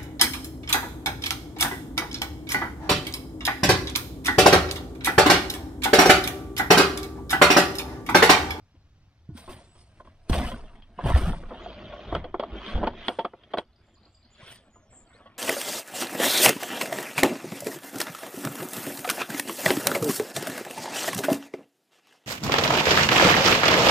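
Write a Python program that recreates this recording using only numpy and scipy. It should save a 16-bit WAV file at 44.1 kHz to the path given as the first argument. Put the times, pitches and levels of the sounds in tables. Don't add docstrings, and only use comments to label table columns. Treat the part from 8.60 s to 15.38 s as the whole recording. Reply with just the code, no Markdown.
import sys
import numpy as np
from scipy import signal
from scipy.io import wavfile
from scipy.ndimage import uniform_filter1d

SR = 44100
rng = np.random.default_rng(int(sys.argv[2]) if len(sys.argv) > 2 else 0)


def wav_out(sig):
    wavfile.write(sys.argv[1], SR, np.round(np.clip(np.atleast_2d(sig).T, -1, 1) * 32767).astype(np.int16))


def attenuation_scalar(level_db):
    decades = np.asarray(level_db, float) / 20
    return 10 ** decades


N = 298998


def evened(x):
    return x / np.sqrt(np.mean(x ** 2) + 1e-20)


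def coloured(x, points):
    hz = abs(np.fft.fftfreq(8192, 1 / SR))
    point_hz, point_db = np.transpose(points)
    gain_db = np.interp(np.log(hz + 1), np.log(point_hz + 1), point_db)
    log_gain = np.log(attenuation_scalar(np.maximum(gain_db, -100)))
    phase = -signal.hilbert(log_gain).imag
    taps = np.fft.ifft(np.exp(log_gain + 1j * phase)).real[:4096]
    return signal.oaconvolve(x, taps)[:len(x)]


def add(mix, s, sound):
    part = mix[round(s * SR):][:len(sound)]
    part += sound[:len(part)]


def resonate(x, hz, width):
    turn = np.exp(2j * np.pi * np.cumsum(hz) / SR)
    r = np.exp(-np.pi * width / SR)
    return 2 * (turn * signal.lfilter([1 - r], [1, -r], x / turn)).real


def patches(shape, bins, frames):
    field = uniform_filter1d(rng.standard_normal(shape), bins, axis=0)
    for _ in range(2):
        field = uniform_filter1d(field, frames, axis=1)
    return evened(field)


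def wandering(x, patch_db):
    z = signal.stft(x, nperseg=1024, noverlap=768)[2]
    narrow = patches(z.shape, bins=2, frames=5)
    broad = patches(z.shape, bins=12, frames=4)
    gain = attenuation_scalar(patch_db * (narrow + 0.73 * broad))
    return evened(signal.istft(z * gain, nperseg=1024, noverlap=768)[1][:N])


def strokes(rows, base_db=0, share=0, steep=1):
    t = np.arange(0, N + 64, 32) / SR
    s, rise, fall, level_db, extra_db = np.transpose(rows)[:, :, None]
    away = np.where(t < s, (s - t) / abs(rise), (t - s) / abs(fall))
    loss_db = 20 * steep * away
    power = attenuation_scalar(2 * (level_db + base_db + share * extra_db - loss_db)).sum(axis=0)
    return np.interp(np.arange(N) / SR, t, np.sqrt(power))


# (frequency [Hz], level [dB], share of the ring time [1])
WALL_RINGS = [(252, -15, 0.44), (363, -8, 2.1), (448, -21, 0.5), (659.7, -2, 1.35), (970, -4.5, 0.65),
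              (1118, -3, 0.85), (1110, -16, 0.79), (1350, 4, 0.38)]
# (frequency [Hz], level [dB], share of the ring time [1])
RIM_RINGS = [(1912, -2, 0.99), (2210, -4, .9), (2565, -5.5, 1), (2880, -0.5, 0.7), (3335, 5, 0.99),
             (3860, -12.5, 0.44), (4440, -9.5, .5), (4680, -14, 0.42)]
# (frequency [Hz], level per Hz [dB])
THUMP_TONE = [(110, -41), (180, -7.5), (357, -1), (667, -0.5), (801, -2.5), (908, -1), (1800, -24.5),
              (2340, -26.5), (3960, -120)]
# (frequency [Hz], level [dB])
CRACK_TONE = [(1000, -13.5), (1600, -1), (2100, 4.5), (2600, 7), (3300, 13.5), (3800, -3), (4500, 0),
              (6500, -39), (8900, -29.5), (11000, -62)]


def knock(peak_db, ring_hz, sharp_db, t60, touch_s, chance, noise):
    noise = noise[:round(2 * t60 * SR) + 900]
    t = np.arange(len(noise)) / SR
    ring = attenuation_scalar(10 - 60 * t / t60) * (1 - np.exp(-t / (0.94 * touch_s))) * np.sin(2 * np.pi * ring_hz * t)
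    for (hz, db, share), (detune, weight, lag) in zip(WALL_RINGS, chance):
        late = np.maximum(t - touch_s * lag, 0)
        rise = 1 - np.exp(-late / (0.91 * touch_s))
        decay = attenuation_scalar(db + 6.3 * weight - 60 * late / (t60 * share))
        ring += decay * rise * np.sin(2 * np.pi * hz * (0.9 + 0.207 * detune) * late)

    sharp_rise = 1 - np.exp(-t / (0.4 * touch_s))
    rim = np.zeros(len(t))
    for (hz, db, share), (_, detune, weight) in zip(RIM_RINGS, chance):
        decay = attenuation_scalar(db + 13 * weight - 60 * t / (min(t60, 0.06) * share))
        rim += decay * np.sin(2 * np.pi * hz * (0.97 + 0.059 * detune) * t)
    rim *= sharp_rise

    fade = attenuation_scalar(-60 * t / (1.73 * t60)) + 3.16 * np.exp(-t / touch_s)
    burst = noise * sharp_rise * fade
    thump, crack = coloured(burst, THUMP_TONE), coloured(burst, CRACK_TONE)
    whole = ring / abs(ring).max() + thump / abs(thump).max()
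    whole += attenuation_scalar(sharp_db + 7) * crack / abs(crack).max()
    whole += attenuation_scalar(sharp_db + 6) * rim / abs(rim).max()
    return attenuation_scalar(peak_db) * whole / abs(whole).max()


def strike(blows, touch_s):
    hits = np.zeros(N)
    chances = rng.random((len(blows), len(WALL_RINGS), 3))
    noises = rng.standard_normal((len(blows), SR // 7))
    for (s, *blow), chance, noise in zip(blows, chances, noises):
        add(hits, s, knock(*blow, touch_s, chance, noise))
    return hits


# (time [s], peak level [dB], strongest ring [Hz], sharpness [dB], ring time t60 [s])
KNOCKS = [(0.15, -56.5, 335, -18, 0.074), (0.69, -54, 360, -45, 0.47), (1.151, -48.5, 356, -20, 0.37),
          (1.4, -39.5, 1050, -34, 0.053), (1.449, -46, 337, -20, 0.1), (1.472, -42, 1050, -25, 0.033),
          (2.221, -46.5, 550, 22, 0.088), (2.387, -22, 1015, -65, 0.04), (2.456, -22.5, 342, -29, 0.033),
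          (2.833, -36, 470, -39, 0.027)]
# (time [s], peak level [dB], strongest ring [Hz], sharpness [dB], t60 [s])
CLACKS = [(1.696, -22.5, 326, -14.5, 0.11), (3.525, -20, 338, -31, 0.056), (3.796, -15, 578, -19, 0.048),
          (4.4825, -13.5, 412, -10, 0.025), (4.487, -18, 346.5, -32.5, 0.078),
          (4.9727, -18.5, 617, -24, 0.059), (4.9838, -16.5, 384, -14, 0.032)]
# (time [s], peak level [dB], strongest ring [Hz], sharpness [dB], t60 [s])
BUMPS = [(0.876, -35, 363.7, -32, 0.24), (1.881, -32, 704, -20.5, 0.039), (1.915, -30, 1019, -14, 0.064),
         (2.486, -22, 570, -23.5, 0.046), (2.499, -20.5, 690, -29.5, 0.048), (2.558, -23, 740, -18, 0.036),
         (3.641, -29, 490, -18.5, 0.05), (3.824, -24.5, 637, -27.5, 0.025),
         (4.6465, -23, 510, -23.5, 0.014)]
# (time [s], peak level [dB], strongest ring [Hz], sharpness [dB], t60 [s])
RAPS = [(2.905, -30.5, 487, -43, 0.14), (3.06, -28, 687, -43, 0.02), (3.323, -33, 588.5, -20, 0.28),
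        (3.549, -16, 496, -21, 0.0096), (3.742, -20.5, 374, -37, 0.04), (4.229, -19, 772, -27, 0.036),
        (4.27, -17.5, 470, -18, 0.043), (4.587, -16.5, 535, -23, 0.017), (4.734, -32.5, 500, -53, 0.023),
        (4.834, -45.5, 690, -2, .05), (4.9352, -20, 654, -18, 0.052), (5.458, -51.5, 304, -22, 0.14),
        (6.157, -50, 1027, -32, 0.11), (6.324, -50.5, 767, -23, 0.34), (6.602, -48, 1130, -33, 0.12),
        (6.656, -43.5, 1120, -20.5, 0.086)]
# (time [s], peak level [dB], strongest ring
# [Hz], sharpness [dB], t60 [s])
BOUNCES = [(1.729, -21, 1090, -8, 0.08), (1.748, -22, 700, -18, 0.11), (1.796, -21.5, 640, -24, 0.047),
           (1.963, -60, 716, -25, 0.029), (2.404, -33, 1015, -21, 0.032), (2.519, -27, 940, -41, 0.024),
           (2.575, -28, 592, -14, 0.037), (2.731, -28.5, 900, -44, 0.046), (3.563, -24, 896, -27.5, 0.025),
           (3.749, -34, 500, -33, 0.017), (3.835, -21, 654, -24, 0.026), (4.154, -27, 770, -21, 0.046),
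           (4.176, -25.5, 800, -19, 0.058), (4.235, -15, 780, -28, 0.019), (4.24, -27.5, 598, -25.5, 0.018),
           (4.243, -22, 500, -27.5, 0.013), (4.266, -24, 600, -27.5, 0.029),
           (4.276, -13, 901, -26.5, 0.021), (4.333, -40, 1036, -22, 0.035),
           (4.503, -35.5, 700, -16.5, 0.035), (4.591, -15, 910, -23, 0.061), (4.65, -18, 1213, -25, 0.024),
           (4.938, -18, 877, -22.5, 0.031), (.778, -43, 1010, -13, 0.06), (.889, -40, 1032, -33, 0.077),
           (.912, -40, 865, -24.5, 0.07), (.93, -44, 597, -9, .06), (2.943, -34, 755, -35, 0.039),
           (3.525, -20.5, 416, -41, 0.023), (4.9727, -32, 458, -15, 0.025), (2.486, -23, 690, -16, 0.02)]


def blows():
    first = strike(KNOCKS, touch_s=0.00307) + strike(RAPS, touch_s=0.004)
    handle_and_padding = strike(CLACKS, touch_s=0.00096) + strike(BUMPS, touch_s=0.0065)
    return first + handle_and_padding + strike(BOUNCES, touch_s=0.002025)


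def in_cargo_bay(hits):
    t = np.arange(SR // 8) / SR
    tail = rng.standard_normal(len(t)) * attenuation_scalar(-60 * t / 0.085)
    echo = signal.oaconvolve(hits, tail / np.linalg.norm(tail))[:N]
    return hits + attenuation_scalar(-11) * echo


# (time [s], peak level [dB], strongest ring [Hz], sharpness [dB],
# t60 [s])
TICKS = [(2.439, -33, 950, -21, .03), (2.462, -26.5, 698, -22, 0.028), (2.493, -27, 897, -17, .025),
         (2.777, -46, 900, -24, .03), (2.914, -35, 700, -30, 0.038), (1.7401, -24.5, 800, -17, 0.026),
         (1.7624, -28, 905, -19, 0.033), (1.787, -25, 800, -14, .03), (1.8145, -24, 697, -19, 0.036),
         (4.4895, -21.5, 900, -19, .03), (4.994, -30.5, 860, -18, 0.019), (5.015, -42, 1100, -24, .03),
         (3.806, -28.5, 740, -18, .025), (4.483, -15, 3350, -8, 0.023), (4.984, -20, 3900, -4, 0.018),
         (3.5505, -15.5, 1300, -16, 0.025), (2.558, -30, 710, -15, 0.021), (.895, -37, 1000, -25, .08),
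         (6.158, -51, 1200, -40, .06), (3.7425, -23.5, 1150, -32, .03)]


def ticks():
    return strike(TICKS, touch_s=0.0011)


# (time [s], peak level [dB], pitch [Hz], ring time t60 [s], rise [s])
THUDS = [(0.69, -29, 137, 0.049, 0.0017), (0.72, -35.5, 90.5, 0.23, 0.0024),
         (0.749, -35, 237, 0.046, 0.0037), (0.699, -42, 323, 0.12, 0.004),
         (1.698, -14.5, 170, 0.016, 0.0012), (1.709, -14.5, 70, 0.11, 0.0024),
         (1.766, -22, 71.4, 0.3, 0.005), (1.855, -29, 59, .08, 0.0038), (2.632, -18, 54.7, 0.056, .008),
         (2.445, -19.5, 120, 0.1, 0.005), (2.5355, -7.5, 71.4, 0.12, 0.013),
         (2.667, -21.5, 174.6, 0.098, 0.0076), (3.491, -37, 63, 0.2, 0.0079),
         (3.922, -32.5, 57.3, 0.32, 0.0041), (4.149, -17, 52, 0.11, 0.0052),
         (5.828, -42, 120.2, 0.038, 0.0053), (.14, -56, 290, 0.065, 0.0058), (2.375, -42, 190, .06, 0.0067),
         (5.05, -59, 233, 0.066, .005), (5.2, -63, 182, 0.042, .005), (5.41, -53, 202, 0.055, .004),
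         (5.9, -50, 129, .12, .01)]


def thuds():
    out = np.zeros(N)
    t = np.arange(round(0.4 * SR)) / SR
    for s, peak_db, hz, t60, rise in THUDS:
        turns = hz * (0.865 * t + 0.0051 * (1 - np.exp(-t / 0.029)))
        boom = np.sin(2 * np.pi * turns) * (1 - np.exp(-(t / rise) ** 2)) * attenuation_scalar(-60 * t / t60)
        add(out, s, attenuation_scalar(peak_db) * boom / abs(boom).max())
    return out


def slips(per_s, spread_db, judder_db):
    catches = rng.random(N) < per_s / SR
    size = attenuation_scalar(spread_db * np.minimum(rng.exponential(1, N), 5)) * catches
    clumps = uniform_filter1d(uniform_filter1d(rng.standard_normal(N), size=500), size=500)
    return size * rng.standard_normal(N) * attenuation_scalar(judder_db * evened(clumps))


# (time [s], pressure [dB], speed [dB])
SHOVES = [
    [(2.886, -49.5, -11), (2.9, -47.5, -12), (3.05, -44.5, -8), (3.2, -48, -5.5), (3.34, -53.5, 0),
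     (3.5, -45, -9), (3.616, -41, -25), (3.692, -52, -19), (3.73, -65, -9)],
    [(3.73, -57.5, -12.5), (3.9, -45.5, -14.5), (4.046, -44, -2.5), (4.14, -42, -6), (4.256, -35.5, -23.5),
     (4.32, -50, -12.5), (4.406, -49, 0.5), (4.47, -49.5, -0.5), (4.49, -74, -15.5)],
]


def shoves(speed_share):
    out = np.zeros(N)
    for rows in SHOVES:
        s, press_db, speed_db = np.transpose(rows)
        t = np.arange(s[0], s[-1], 1 / SR)
        add(out, t[0], attenuation_scalar(np.interp(t, s, press_db + speed_share * speed_db)))
    return uniform_filter1d(out, size=100)


# (peak time [s], rise [s], fall [s], pressure [dB], brightness [dB])
DRAGS = [(.775, 0.029, 0.21, -52.5, 2.5), (.908, 0.078, 0.2, -44.5, -7), (1.19, 0.14, 0.17, -65.5, 2.5),
         (1.41, 0.21, .03, -58, -15), (1.45, 0.02, 0.19, -58.5, -19), (1.699, 0.01, 0.03, -37, -4),
         (1.735, 0.035, 0.25, -28, -13.5), (1.82, 0.09, 0.13, -33.5, -20.5), (1.91, 0.22, 0.1, -45, -6),
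         (2.16, 0.22, 0.099, -55.5, -24), (2.39, 0.015, 0.24, -39, -68), (2.466, 0.045, 0.39, -31.5, -18),
         (2.575, 0.065, 0.19, -31.5, -16.5), (2.686, 0.27, 0.083, -35.5, -15.5), (2.73, .1, 0.12, -60.5, 1),
         (2.5, .03, 0.035, -35.5, -13), (6.07, 0.39, 0.73, -62.5, -27.5), (6.36, 0.18, 0.47, -59, -26),
         (6.562, 0.12, 0.22, -53, -25), (6.662, 0.023, 0.082, -53, -32), (6.78, 0.42, 0.089, -58.5, -32)]
# (peak time [s], rise [s], fall [s], pressure [dB], brightness [dB])
SCRAPES = [(3.554, 0.051, 0.053, -41.5, -26.5), (4.11, 0.17, 0.17, -47.5, -22),
           (4.276, 0.016, 0.023, -36, -42), (4.485, 0.042, 0.15, -43, -10.5), (4.592, .008, 0.024, -52, -9),
           (4.85, 0.81, 0.44, -61.5, -35.5), (4.915, 0.023, 0.034, -51.5, -32),
           (4.983, 0.012, 0.037, -43.5, -11.5), (5.26, 0.3, 0.97, -69, -21),
           (5.468, 0.57, 0.14, -66.5, -30), (5.62, 0.15, 0.72, -68.5, -27)]
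# (peak time [s], rise [s], fall [s], pressure [dB], brightness [dB])
SCUFFS = [(5.83, 0.089, 0.11, -57.5, -27), (5.885, 0.12, 0.098, -58, -13), (5.92, 0.13, 0.1, -62, 9.5),
          (5.96, .1, 0.031, -65, 11.5), (5.88, .08, .1, -64.5, 6)]
# (peak time [s], rise [s], fall [s], level [dB], brightness [dB])
DRONE = [(3.4, 0.38, .25, -46, 0)]
# (frequency [Hz], level per Hz [dB])
RUSTLE_TONE = [(88, -3), (150, -7.5), (226, 0.5), (296, -4.5), (431, -10.5), (692, -4), (761, -11.5),
               (1010, -11), (1990, -18), (2450, -21.5), (3300, -22.5), (3740, -30), (6500, -48.5),
               (8450, -79.5), (14300, -120)]
# (frequency [Hz], level per Hz [dB])
SLIDE_TONE = [(88, -28.5), (150, -14), (222, 5.5), (282, -4), (341, 2), (489, -6.5), (630, -1.5), (837, -9),
              (1280, -9.5), (2000, -14), (2690, -16.5), (3250, -12), (3550, -15), (3800, -21.5),
              (6500, -41.5), (8450, -81.5), (14300, -120)]
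# (frequency [Hz], level per Hz [dB])
FIZZ_TONE = [(2940, -6), (5000, -4.5), (7290, -14.5), (9020, -2), (10200, -15.5), (11100, -12.5),
             (11900, -27), (12800, -15), (13800, -13.5), (15000, -19), (15700, -29.5)]


def fizz():
    bright = wandering(coloured(slips(per_s=14000, spread_db=1.2, judder_db=1.2), FIZZ_TONE), patch_db=1.8)
    low_pass = signal.butter(8, 9800, fs=SR, output="sos")
    muffled = evened(signal.sosfilt(low_pass, bright))
    brush = strokes(DRAGS + SCRAPES + SCUFFS, share=0.94, steep=1.236)
    sharp = brush ** 4 / (brush ** 4 + attenuation_scalar(4 * -57))
    return brush * (sharp * bright + (1 - sharp) * muffled)


def rasp_strokes(rows, base_db):
    return strokes(rows, base_db, share=0.083, steep=1.064)


def rub(sound, low, high):
    low_pass = signal.butter(2, 1600, fs=SR, output="sos")
    rumble = signal.sosfiltfilt(low_pass, sound)
    return evened(rumble) * low + evened(sound - rumble) * high


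def drags():
    rustle = coloured(slips(per_s=2900, spread_db=-0.5, judder_db=-0.5), RUSTLE_TONE)
    rustle = wandering(rustle, patch_db=4)
    slide = coloured(slips(per_s=8100, spread_db=0.4, judder_db=0), SLIDE_TONE)
    slide = wandering(slide, patch_db=3)
    carpet_low = strokes(SCRAPES + SCUFFS) + shoves(speed_share=0)
    carpet_high = rasp_strokes(SCRAPES, -5) + rasp_strokes(SCUFFS, 7) + shoves(speed_share=1)
    out = fizz() + rub(rustle, strokes(DRAGS), rasp_strokes(DRAGS, -9.5))
    out += rub(slide, carpet_low, carpet_high)
    drone = resonate(slide, np.full(N, 619), width=110)
    return out + evened(drone) * strokes(DRONE)


# (peak time [s], rise [s], fall [s], floor boom level [dB], spring sway minus boom [dB])
JOLTS = [(1.70, 0.0036, 0.18, -17.5, -12), (1.809, 0.07, 0.19, -29.5, -23), (1.863, 0.047, 0.16, -31, 4.5),
         (2.2, 0.59, 0.2, -63, 23.5), (2.44, 0.0045, 0.29, -18, -14), (2.516, 0.069, 0.088, -22.5, 3),
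         (2.624, 0.053, 0.21, -33.5, 7), (2.694, 0.088, 0.12, -21.5, -4.5), (2.89, 0.28, 0.14, -52, 20),
         (2.99, .12, 0.38, -48, -11.5), (3.242, 0.52, 0.25, -36.5, -25), (3.506, 0.053, 0.12, -31.5, -27.5),
         (3.554, 0.094, 0.14, -24.5, -28), (3.602, 0.033, 0.22, -42, 6.5), (3.906, .3, 0.51, -43, -15),
         (4.14, 0.018, 0.12, -28, 1.5), (4.166, .04, 0.17, -22.5, -11), (4.29, 0.15, 0.091, -48, 12)]
# (frequency [Hz], level per Hz [dB])
BOOM_TONE = [(26, -26.5), (45, 7), (71, -5.5), (102, -3), (129, -12.5), (157, -6.5), (250, -14.5),
             (320, -49), (550, -120)]


def car():
    spring = signal.butter(2, [15, 27.1], "band", fs=SR, output="sos")
    sway = evened(signal.sosfilt(spring, rng.standard_normal(N))) * strokes(JOLTS, share=0.88, steep=0.76)
    boom = evened(coloured(rng.standard_normal(N), BOOM_TONE)) * strokes(JOLTS)
    return attenuation_scalar(-4) * sway + attenuation_scalar(-6.5) * boom


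# (time [s], length [s], from [Hz], to [Hz], level [dB])
CHIRPS = [(5.045, .01, 4000, 5000, -73), (5.074, .008, 4200, 5000, -75), (5.129, .006, 3500, 4600, -66),
          (5.158, .011, 5150, 4300, -63), (5.187, .008, 5100, 4400, -69), (5.267, .008, 4000, 4900, -72),
          (5.35, .019, 5100, 3600, -63), (5.375, .013, 5100, 4200, -65), (5.428, .013, 3500, 4900, -61),
          (5.45, .012, 3600, 5100, -59), (5.543, .017, 5050, 4400, -59), (5.57, .008, 5100, 4300, -62),
          (5.624, .012, 3600, 5000, -61), (5.645, .013, 3700, 5100, -59), (5.745, .02, 5100, 3700, -66),
          (5.77, .008, 5100, 4600, -68), (6.468, .015, 4700, 4000, -70)]


def near_bird():
    near = np.zeros(N)
    for s, length, from_hz, to_hz, db in CHIRPS:
        u = np.linspace(0, 1, round(length * SR))
        if from_hz <= to_hz:
            u = u[::-1]
        hz = max(from_hz, to_hz) - abs(from_hz - to_hz) * u ** 1.35
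        whistle = np.sin(2 * np.pi * np.cumsum(hz) / SR)
        add(near, s, attenuation_scalar(db) * whistle * np.hanning(len(hz)) ** 0.5)
    t = np.arange(SR // 4) / SR
    trees = rng.standard_normal(len(t)) * attenuation_scalar(-60 * t / 0.28) * np.minimum(t / 0.02, 1)
    echo = signal.oaconvolve(near, trees / np.linalg.norm(trees))[:N]
    return near + attenuation_scalar(-2.5) * echo


# (start time [s],
# length [s], from [Hz], to [Hz], level [dB])
SEEPS = [(1.02, 0.21, 7400, 8440, -70), (5.227, .11, 7250, 7200, -79), (5.315, 0.066, 7300, 6900, -75),
         (5.377, 0.18, 7200, 7340, -83.5), (5.476, 0.176, 7740, 7440, -76), (5.524, .05, 7000, 7000, -74),
         (5.702, 0.057, 7100, 7120, -64.5), (5.739, 0.084, 7130, 6830, -75), (6.01, .09, 7760, 7740, -78),
         (6.101, 0.1, 6920, 6940, -65.5), (6.169, 0.11, 6550, 6550, -75), (6.214, 0.12, 5600, 5600, -79),
         (6.524, 0.07, 3480, 4910, -65), (6.299, 0.15, 7750, 7270, -56.5), (6.388, 0.24, 7650, 7940, -72.5),
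         (3.006, 0.07, 6700, 6670, -71), (6.296, 0.12, 8300, 8100, -75), (6.53, 0.092, 8800, 8840, -87),
         (6.294, .12, 6990, 6740, -73)]


def high_bird():
    far = np.zeros(N)
    breaths = rng.standard_normal((len(SEEPS), SR // 2))
    for (s, length, from_hz, to_hz, db), breath in zip(SEEPS, breaths):
        u = np.linspace(0, 1, round(length * SR))
        hz = from_hz + (to_hz - from_hz) * u
        width = 230 * attenuation_scalar(0.32 * (db + 70))
        fuzz = resonate(resonate(breath[:len(u)], hz, width), hz, width)
        swell_db = np.interp(u, [0, 0.5, 1], [-13, 0, -13])
        add(far, s, attenuation_scalar(db + swell_db) * evened(fuzz) * signal.windows.tukey(len(u), 0.15))
    return far


# (frequency [Hz], level per Hz [dB])
AIR_TONE = [(12, -10), (20, -10), (98, -4), (154, -17), (318, -25.5), (445, -33.5), (715, -28.5),
            (1250, -34), (3820, -40.5), (4910, -43.5), (5980, -45), (8000, -61), (12600, -67.5),
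            (13300, -67), (15900, -74.5)]
# (time [s], level [dB])
AIR_SWELL = [(0, 8), (.6, 7.5), (1.6, 8), (2.898, 6), (5.102, 3.5), (6.78, 1.5)]
# (frequency [Hz], level [dB])
HUM = [(59.2, -67), (91.5, -65.5), (145.3, -73.5)]


def air():
    hiss = attenuation_scalar(-67.5) * wandering(coloured(rng.standard_normal(N), AIR_TONE), patch_db=1.3)
    hum = np.zeros(N)
    for hz, hum_db in HUM:
        hum += attenuation_scalar(hum_db - 8) * evened(resonate(rng.standard_normal(N), np.full(N, hz), width=3.6))
    swell_db = np.interp(np.arange(N) / SR, *np.transpose(AIR_SWELL))
    return attenuation_scalar(swell_db) * hiss + attenuation_scalar(1.8 * swell_db - 5) * hum


# (frequency [Hz], level per Hz [dB])
SELF_HISS_TONE = [(4000, -30), (7000, -2), (9000, 0), (12600, -1), (12800, -30)]


def self_hiss():
    hiss = evened(coloured(rng.standard_normal(N), SELF_HISS_TONE))
    return attenuation_scalar(-97.5) * hiss * (np.arange(N) / SR > 3.2)


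# (frequency [Hz], side minus mid level [dB])
WIDTH = [(60, -13), (120, -34.5), (240, -24.5), (480, -18), (950, -13), (1890, -7), (3770, -0.5),
         (7520, -1), (15000, -0.5)]
# (time [s], share [1])
LEAD = [(0, -1.22), (5.3, 0.028), (5.9, 0.85), (6.78, 1)]


def capsules(mid):
    hz, t, z = signal.stft(mid, SR, nperseg=256, noverlap=192)
    width_hz, width_db = np.transpose(WIDTH)
    gain = attenuation_scalar(np.interp(np.log(hz + 1), np.log(width_hz), width_db))[:, None]
    lead = np.interp(t, *np.transpose(LEAD))
    phase_lead = 0.9 * lead + 0.76 * patches(z.shape, bins=3, frames=8)
    echoes = 0.48 * patches(z.shape, bins=2, frames=4)
    side = signal.istft(z * gain * (1j * phase_lead + echoes), nperseg=256, noverlap=192)[1][:N]
    return np.array([mid + side, mid - side])


def scene():
    cooler = in_cargo_bay(blows()) + ticks() + drags()
    vehicle = thuds() + car()
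    outside = near_bird() + high_bird() + air()
    return capsules(cooler + vehicle + outside + self_hiss())


def roll_off(x):
    return signal.sosfilt(signal.butter(12, 15760, fs=SR, output="sos"), x)


def record(dry):
    return roll_off(dry)


dry = scene()
out = record(dry)
wav_out(out)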